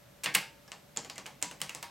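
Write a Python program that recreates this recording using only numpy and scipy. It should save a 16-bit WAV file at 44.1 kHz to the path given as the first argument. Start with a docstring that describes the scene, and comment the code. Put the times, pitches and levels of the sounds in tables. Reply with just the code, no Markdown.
"""Typing on a small electronic typewriter

Keys are tapped close to the microphone in a quiet room. Each contact is a burst of plastic chatter
with a hollow clack and a bright snap, and the case and the room ring after it. Hard strokes thump
the case, a wide key's metal bar rattles, and some strokes set a spring pinging.
Under it all lie room noise, a low hum and a faint electronic whine."""
import sys
import numpy as np
from scipy import signal
from scipy.fft import rfft, irfft, next_fast_len
from scipy.io import wavfile
from scipy.ndimage import uniform_filter1d

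SR = 44100
rng = np.random.default_rng(int(sys.argv[2]) if len(sys.argv) > 2 else 0)


def wrap_up_sound(samples):
    """Save the sound to the file named by the first command line argument, as 16-bit audio."""
    columns = np.atleast_2d(samples).T
    # keep every value between -1 and 1, then stretch to whole-number steps
    tamed = np.clip(columns, -1, 1)
    steps = np.round(tamed * 32767).astype(np.int16)
    wavfile.write(sys.argv[1], SR, steps)


N = 83790

# A "colour" says how strong low and high pitches are. A "fade" is the time to drop by 60 dB.
# "Mid" is what both ears share; "side" is what differs between them.
# Colour of the room noise: pitch_hz, gain_db
ROOM_COLOUR = [(15, -42), (25, -18.5), (97, -7.5), (130, -6), (301, -12), (416, -15.5), (575, -12.5),
               (887, -18), (1290, -18), (1480, -18.5), (9320, -28.5), (13600, -34.5), (16000, -35)]
# The room noise's side compared with its mid: pitch_hz, gain_db
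ROOM_SIDE = [(60, -20.5), (180, -6), (550, 0), (1650, -5.5), (4970, -4.5), (15000, -3.5)]
# Hum and whine tones: pitch_hz, level_db, wander_width_hz
HUM_AND_WHINE = [(55.5, -76.5, 5.2), (141, -67.5, 23.5), (189.3, -73, 3.8), (576, -70.5, 11.9),
                 (11500, -81, 9.3), (13184, -75.5, 5.9)]
# Key contacts: start_s, rise_s, fade_s, six band_db values (one for each of BANDS_HZ),
# clack_hz, clack_db, snap_hz, snap_db, tail_db
KEY_CONTACTS = [(0.2353, .0003, 0.03, -17, -16.5, -11, -7, -13.5, -16, 2540, 4, 7660, 13.5, 4.5),
                (0.2416, 0.0011, 0.021, -18, -18.5, -3.5, -8, -9, -11, 2820, 4.6, 8700, 11, 3),
                (0.2597, .0002, 0.011, -4.5, -3, 5.5, -1.5, -8.5, -30, 2930, 6, 6100, -1, -1),
                (.3402, 0.0027, .035, -36, -16, -9, -6, -13, -19, 2700, 3.3, 8100, 8, 2.5),
                (.3482, .0025, 0.026, -6.5, 2.5, 11, 6, 3.5, 3.5, 2770, 8.6, 8300, 7.5, -0.5),
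                (0.6777, 0.00053, 0.036, -25, -27, -31, -29, -30, -43, 2700, 2, 5370, 12, 2.5),
                (.718, 0.00052, 0.0063, -23, -13.5, -14.5, -14, -15.5, -34, 2910, 15.6, 7550, 6.5, 1),
                (0.962, .0011, 0.024, -25, -14.5, -18, -15, -25, -28, 2500, 3.2, 7260, 8, 1.5),
                (.9719, 0.00056, 0.0033, -7, -10.5, -11, -7.5, -3, -30, 3250, 10.7, 7180, 15, 1.5),
                (1.0468, 0.00074, 0.0055, -20.5, -20, -18.5, -20.5, -22.5, -34, 3100, 7.1, 7100, 8, 3.5),
                (1.098, 0.00094, 0.0079, -19.5, -15, -16, -9.5, -14.5, -28, 2780, 12.4, 4670, 3, 1),
                (1.157, 0.00032, 0.024, -28, -33, -16, -30, -18, -46, 3060, 2, 7000, -1, 1),
                (1.1804, 0.00039, 0.0081, -12, -13, -11.5, -12.5, -10.5, -29, 3020, 4, 7500, 1, 0),
                (1.2582, .0004, 0.011, -23.5, -16.5, -12.5, -23, -26, -39, 2700, 7, 7000, -8, 0),
                (1.2631, 0.00044, 0.01, -23.5, -14.5, -16, -16.5, -15, -26, 2920, 11.5, 6660, 2, 2.5),
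                (1.4157, 0.00063, 0.02, -21, -21, -19, -32, -23, -35, 2670, 6, 7000, 2, 3.5),
                (1.4252, 0.00098, 0.009, -5.5, -9, -4, -3, 2, -14.5, 2780, 7.6, 7340, 9, 0),
                (1.512, 0.00047, 0.014, -16.5, -16.5, -15, -19.5, -11, -30.5, 2920, 13.5, 7340, -26, 1),
                (1.603, 0.00083, .015, -35, -23, -17, -27, -27, -27, 2770, 1, 7000, 0, 1),
                (1.6156, 0.00042, 0.0055, -14.5, -8, -6.5, -5, -3.5, -12.5, 3140, 12.3, 8800, 6, 1),
                (1.6937, 0.00058, 0.011, -24, -17.5, -10, -15, -14, -23.5, 2800, 15, 6500, 5, 2.5),
                (1.7488, 0.00026, 0.0036, -15.5, -13, -14.5, -12, -9, -21, 2800, 1.8, 7600, 3.5, 1),
                (1.8274, 0.00058, .015, -24.5, -11.5, -10, -11, -15, -17, 2600, 2.9, 8100, 6, 2)]
# Where each contact's colour is set: pitch_hz
BANDS_HZ = [250, 900, 2300, 4600, 7600, 12500]
# How well the small case gives off each pitch: pitch_hz, gain_db
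CASE_OUTPUT = [(20, -58), (60, -14), (115, -8), (150, -1.5), (13500, 0), (15000, -11), (16000, 3)]
# Resonances (favoured pitches) of a keycap: pitch_hz, width_hz, gain_db
KEYCAP_PEAKS = [(2050, 50, 6.5), (3800, 100, -2.5), (5530, 95, 0), (6960, 60, 5.5), (8170, 110, 5.5),
                (11500, 550, -1.5), (12900, 270, 4.5)]
# Resonances of the case: pitch_hz, width_hz, gain_db
CASE_PEAKS = [(195, 16, -1), (300, 10, 7), (492, 8.3, 7), (821, 74, 4.5), (1110, 21, 4.5), (1360, 16, -5),
              (1450, 13, -2.5), (2120, 230, 2.5), (3580, 250, -2.5), (8650, 180, 0.5), (10700, 670, 0)]
# Extra colour of the tail, the ringing of case and room after a click: pitch_hz, gain_db
TAIL_GAINS = [(40, 4), (100, -4), (150, 8.5), (300, 6.5), (900, 5.5), (2300, 0.5), (4600, -1), (7600, -4.5),
              (12500, -6.5)]
# How long the tail rings: pitch_hz, fade_s
TAIL_FADES = [(150, 0.63), (900, 0.24), (2400, 0.32), (5000, 0.32), (8000, 0.28), (14000, 0.21)]
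# Hard strokes that thump the case: start_s, level_db
THUMP_HITS = [(.261, -41), (.352, -39), (.973, -56), (1.616, -47), (1.695, -69)]
# Low notes of the hollow case: pitch_hz, gain_db, fade_s
THUMP_NOTES = [(142, -0.4, 0.24), (190.5, -1.1, 0.22)]
# The wide key lands and returns: start_s, level_db
RATTLE_HITS = [(.261, -36), (.351, -38)]
# Notes of its metal bar: pitch_hz, gain_db, fade_s
RATTLE_NOTES = [(1554, -6.5, .26), (1650, -10, 0.49), (1833, -0.5, 0.21), (2077, -0.5, 0.2),
                (2224, 1, 0.18), (2315, -11, 0.3), (2545, 2.5, 0.11), (2730, -6.5, 0.17), (3490, -1, 0.14)]
# Pinging springs: start_s, pitch_hz, level_db, fade_s, damped_after_s
SPRING_PINGS = [(.35, 903, -50, 0.77, 0.53), (0.677, 1684, -50.5, 0.092, .1), (0.72, 950, -60.5, .4, 0.078),
                (0.974, 463.6, -49, 0.33, .1), (1.097, 821, -50, 0.26, 0.22), (1.157, 2020, -49, .2, .13),
                (1.426, 970, -46.5, 1, .08), (1.828, 941, -44.5, 0.29, .1)]
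# How much louder the left microphone port is than the right: pitch_hz, difference_db
PORT_BALANCE = [(60, 0.5), (150, 0), (380, 0.0), (950, 0.0), (2380, -0.5), (5980, 1), (15000, -1)]


def amp(db):
    """Turn decibels into a number to multiply by."""
    return 10 ** (np.asarray(db) / 20)


def unit(x):
    """Scale a sound to an average (rms) level of 1."""
    return x / np.sqrt(np.mean(x ** 2) + 1e-20)


def along(points, hz):
    """Read between (pitch, value) points, with octaves evenly spaced."""
    pitches, values = np.transpose(points)
    return np.interp(np.log(hz + 1), np.log(pitches + 1), values)


def bump(hz, centre_hz, width_hz):
    """A resonance peak of height 1."""
    return 1 / (1 + ((hz - centre_hz) / width_hz) ** 2)


def coloured(x, db_of_hz):
    """Turn each pitch up or down by the given decibels."""
    size = 2 * next_fast_len(x.shape[-1])
    cepstrum = irfft(np.log(amp(db_of_hz(np.fft.rfftfreq(size, 1 / SR)))), size)
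    # Fold it forward in time, so the filter rings only after a sound arrives.
    cepstrum[1:size // 2] *= 2
    cepstrum[size // 2 + 1:] = 0
    return irfft(rfft(x, size) * np.exp(rfft(cepstrum)), size)[..., :x.shape[-1]]


def evened(x, span_hz):
    """Make a burst equally strong at all pitches, keeping detail narrower than span_hz."""
    def levelling_db(hz):
        power = abs(rfft(x, 2 * (len(hz) - 1))) ** 2
        smooth_power = uniform_filter1d(power, max(1, int(span_hz / hz[1])))
        return -10 * np.log10(abs(smooth_power) + 1e-12)
    return coloured(x, levelling_db)


def stereo(mid, side):
    """Make left and right from mid and side."""
    return np.array([mid + side, mid - side])


def add(track, start_s, sound):
    """Mix a sound into the track at start_s."""
    part = track[..., round(start_s * SR):][..., :sound.shape[-1]]
    part += sound[..., :part.shape[-1]]


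def room(noise_db=-60.5):
    """Steady room noise with a hum and a thin whine, each tone wandering a little in pitch."""
    mid, side = unit(coloured(rng.standard_normal((2, N)), lambda hz: along(ROOM_COLOUR, hz)))
    out = amp(noise_db) * stereo(mid, coloured(side, lambda hz: along(ROOM_SIDE, hz)))
    for hz, db, width_hz in HUM_AND_WHINE:
        drift_hz = width_hz / 2 * unit(uniform_filter1d(rng.standard_normal(N), size=1500))
        out += amp(db) * unit(np.sin(2 * np.pi * np.cumsum(hz + drift_hz) / SR))
    return out


def chatter(rise_s, fade_s, grain=0.13, hold_s=0.00059):
    """Plastic meets plastic: a grainy burst that swells, holds and dies within milliseconds."""
    t = np.arange(SR // 8) / SR
    swell = np.minimum(t / rise_s, 1) ** 0.5
    fade = amp(-60 * np.maximum(t - rise_s - hold_s, 0) / fade_s)
    noise, roughness = rng.standard_normal((2, len(t)))
    return evened(swell * fade * noise * np.exp(grain * roughness), span_hz=1450)


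def ring_out(grain=0.67, echo_db=-1, echo_fade_s=0.1, rise_s=0.0033):
    """Quick echoes off the desk and case, and a wash of ringing whose low pitches last longest."""
    n = SR // 3
    t = np.arange(n) / SR
    hz, frame_s, spectrum = signal.stft(rng.standard_normal(n), SR, nperseg=256)
    fade = amp(-60 * frame_s / along(TAIL_FADES, hz)[:, None])
    wash = signal.istft(spectrum * fade, SR, nperseg=256)[1][:n]
    noise, roughness = rng.standard_normal((2, n))
    echoes = noise * np.exp(grain * roughness) * amp(echo_db - 60 * t / echo_fade_s)
    swell = 1 - np.exp(-(t / rise_s) ** 2)
    return evened((wash + echoes) * swell, span_hz=630)


def shell_colour(count=36, low_hz=693.4, high_hz=12080, height_db=4, sharpness=153):
    """A stroke wakes a random set of narrow resonances in the plastic shell."""
    centres = np.geomspace(low_hz, high_hz, 1000)[rng.integers(0, 1000, count)]
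    def ripple_db(hz):
        peaks = sum(bump(hz, centre, centre / sharpness) for centre in centres)
        average = peaks[(hz > centres.min()) & (hz < centres.max())].mean()
        return height_db * (np.minimum(peaks, 1) - average)
    return ripple_db


def key_taps(click_side_db=-15, tail_side_db=-15.5):
    """Each key contact makes a click and a ringing tail, which share that contact's own colour."""
    out = np.zeros((2, N))
    for start_s, rise_s, fade_s, *band_db, clack_hz, clack_db, snap_hz, snap_db, tail_db in KEY_CONTACTS:
        shell = shell_colour()

        def contact_colour(hz, clack_share, snap_share, case_share):
            body = along(list(zip(BANDS_HZ, band_db)), hz) + along(CASE_OUTPUT, hz)
            clack = clack_db * bump(hz, clack_hz, width_hz=260)
            snap = snap_db * bump(hz, snap_hz, width_hz=390)
            case = sum(db * bump(hz, centre, width) for centre, width, db in CASE_PEAKS)
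            return body + clack_share * clack + snap_share * snap + case_share * case

        def click_colour(hz):
            keycap = sum(db * bump(hz, centre, width) for centre, width, db in KEYCAP_PEAKS)
            return keycap + contact_colour(hz, clack_share=1, snap_share=1, case_share=0.08)

        def tail_colour(hz):
            ringing = along(TAIL_GAINS, hz) + shell(hz)
            return ringing + contact_colour(hz, clack_share=0.34, snap_share=0.43, case_share=1)

        click = stereo(chatter(rise_s, fade_s), amp(click_side_db) * chatter(rise_s, fade_s))
        tail = amp(tail_db) * stereo(ring_out(), amp(tail_side_db) * ring_out())
        add(out, start_s, coloured(click, click_colour))
        add(out, start_s + rise_s, coloured(tail, tail_colour))
    return out


def struck(hits, notes, rise_s, scatter_db, side_db):
    """A struck object rings with the same notes at every blow, at slightly different strengths."""
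    out, t = np.zeros((2, N)), np.arange(SR // 2) / SR
    swell = 1 - np.exp(-t / rise_s)
    for start_s, hit_db in hits:
        for hz, note_db, fade_s in notes:
            start_db = hit_db + note_db - scatter_db * rng.standard_normal()
            level = swell * amp(start_db - 60 * t / fade_s)
            mid, side = level * np.sin(2 * np.pi * (hz * t + rng.random((2, 1))))
            add(out, start_s, stereo(mid, amp(side_db) * side))
    return out


def case_thumps():
    """Hard strokes make the hollow case ring with a low thump."""
    return struck(THUMP_HITS, THUMP_NOTES, rise_s=0.0095, scatter_db=2.2, side_db=-30)


def bar_rattle():
    """The wide key's metal bar rattles as the key lands and again as it returns."""
    return struck(RATTLE_HITS, RATTLE_NOTES, rise_s=0.003, scatter_db=0.4, side_db=-19)


def spring_pings(rise_s=0.0047, damped_fade_s=0.045):
    """Small springs ping faintly after some strokes, until the key damps them."""
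    out, t = np.zeros(N), np.arange(SR // 2) / SR
    swell = 1 - np.exp(-t / rise_s)
    for start_s, hz, db, fade_s, damped_after_s in SPRING_PINGS:
        damping_db = 60 * np.maximum(t - damped_after_s, 0) / damped_fade_s
        level = swell * amp(db - 60 * t / fade_s - damping_db)
        add(out, start_s, level * np.sin(2 * np.pi * hz * t))
    return out


def microphone_ports(sound):
    """The microphone's two openings hear the keyboard at slightly different levels."""
    left = coloured(sound[0], lambda hz: along(PORT_BALANCE, hz) / 2)
    right = coloured(sound[1], lambda hz: -along(PORT_BALANCE, hz) / 2)
    return np.array([left, right])


def scene():
    """Typing over the quiet room."""
    typing = case_thumps() + bar_rattle() + key_taps() + spring_pings()
    return microphone_ports(typing) + room()


def record(dry, top_hz=15900):
    """Cut away every pitch above top_hz."""
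    size = next_fast_len(N + SR // 2)
    kept = np.fft.rfftfreq(size, 1 / SR) < top_hz
    return irfft(rfft(dry, size) * kept, size)[:, :N]


dry = scene()
out = record(dry)
wrap_up_sound(out)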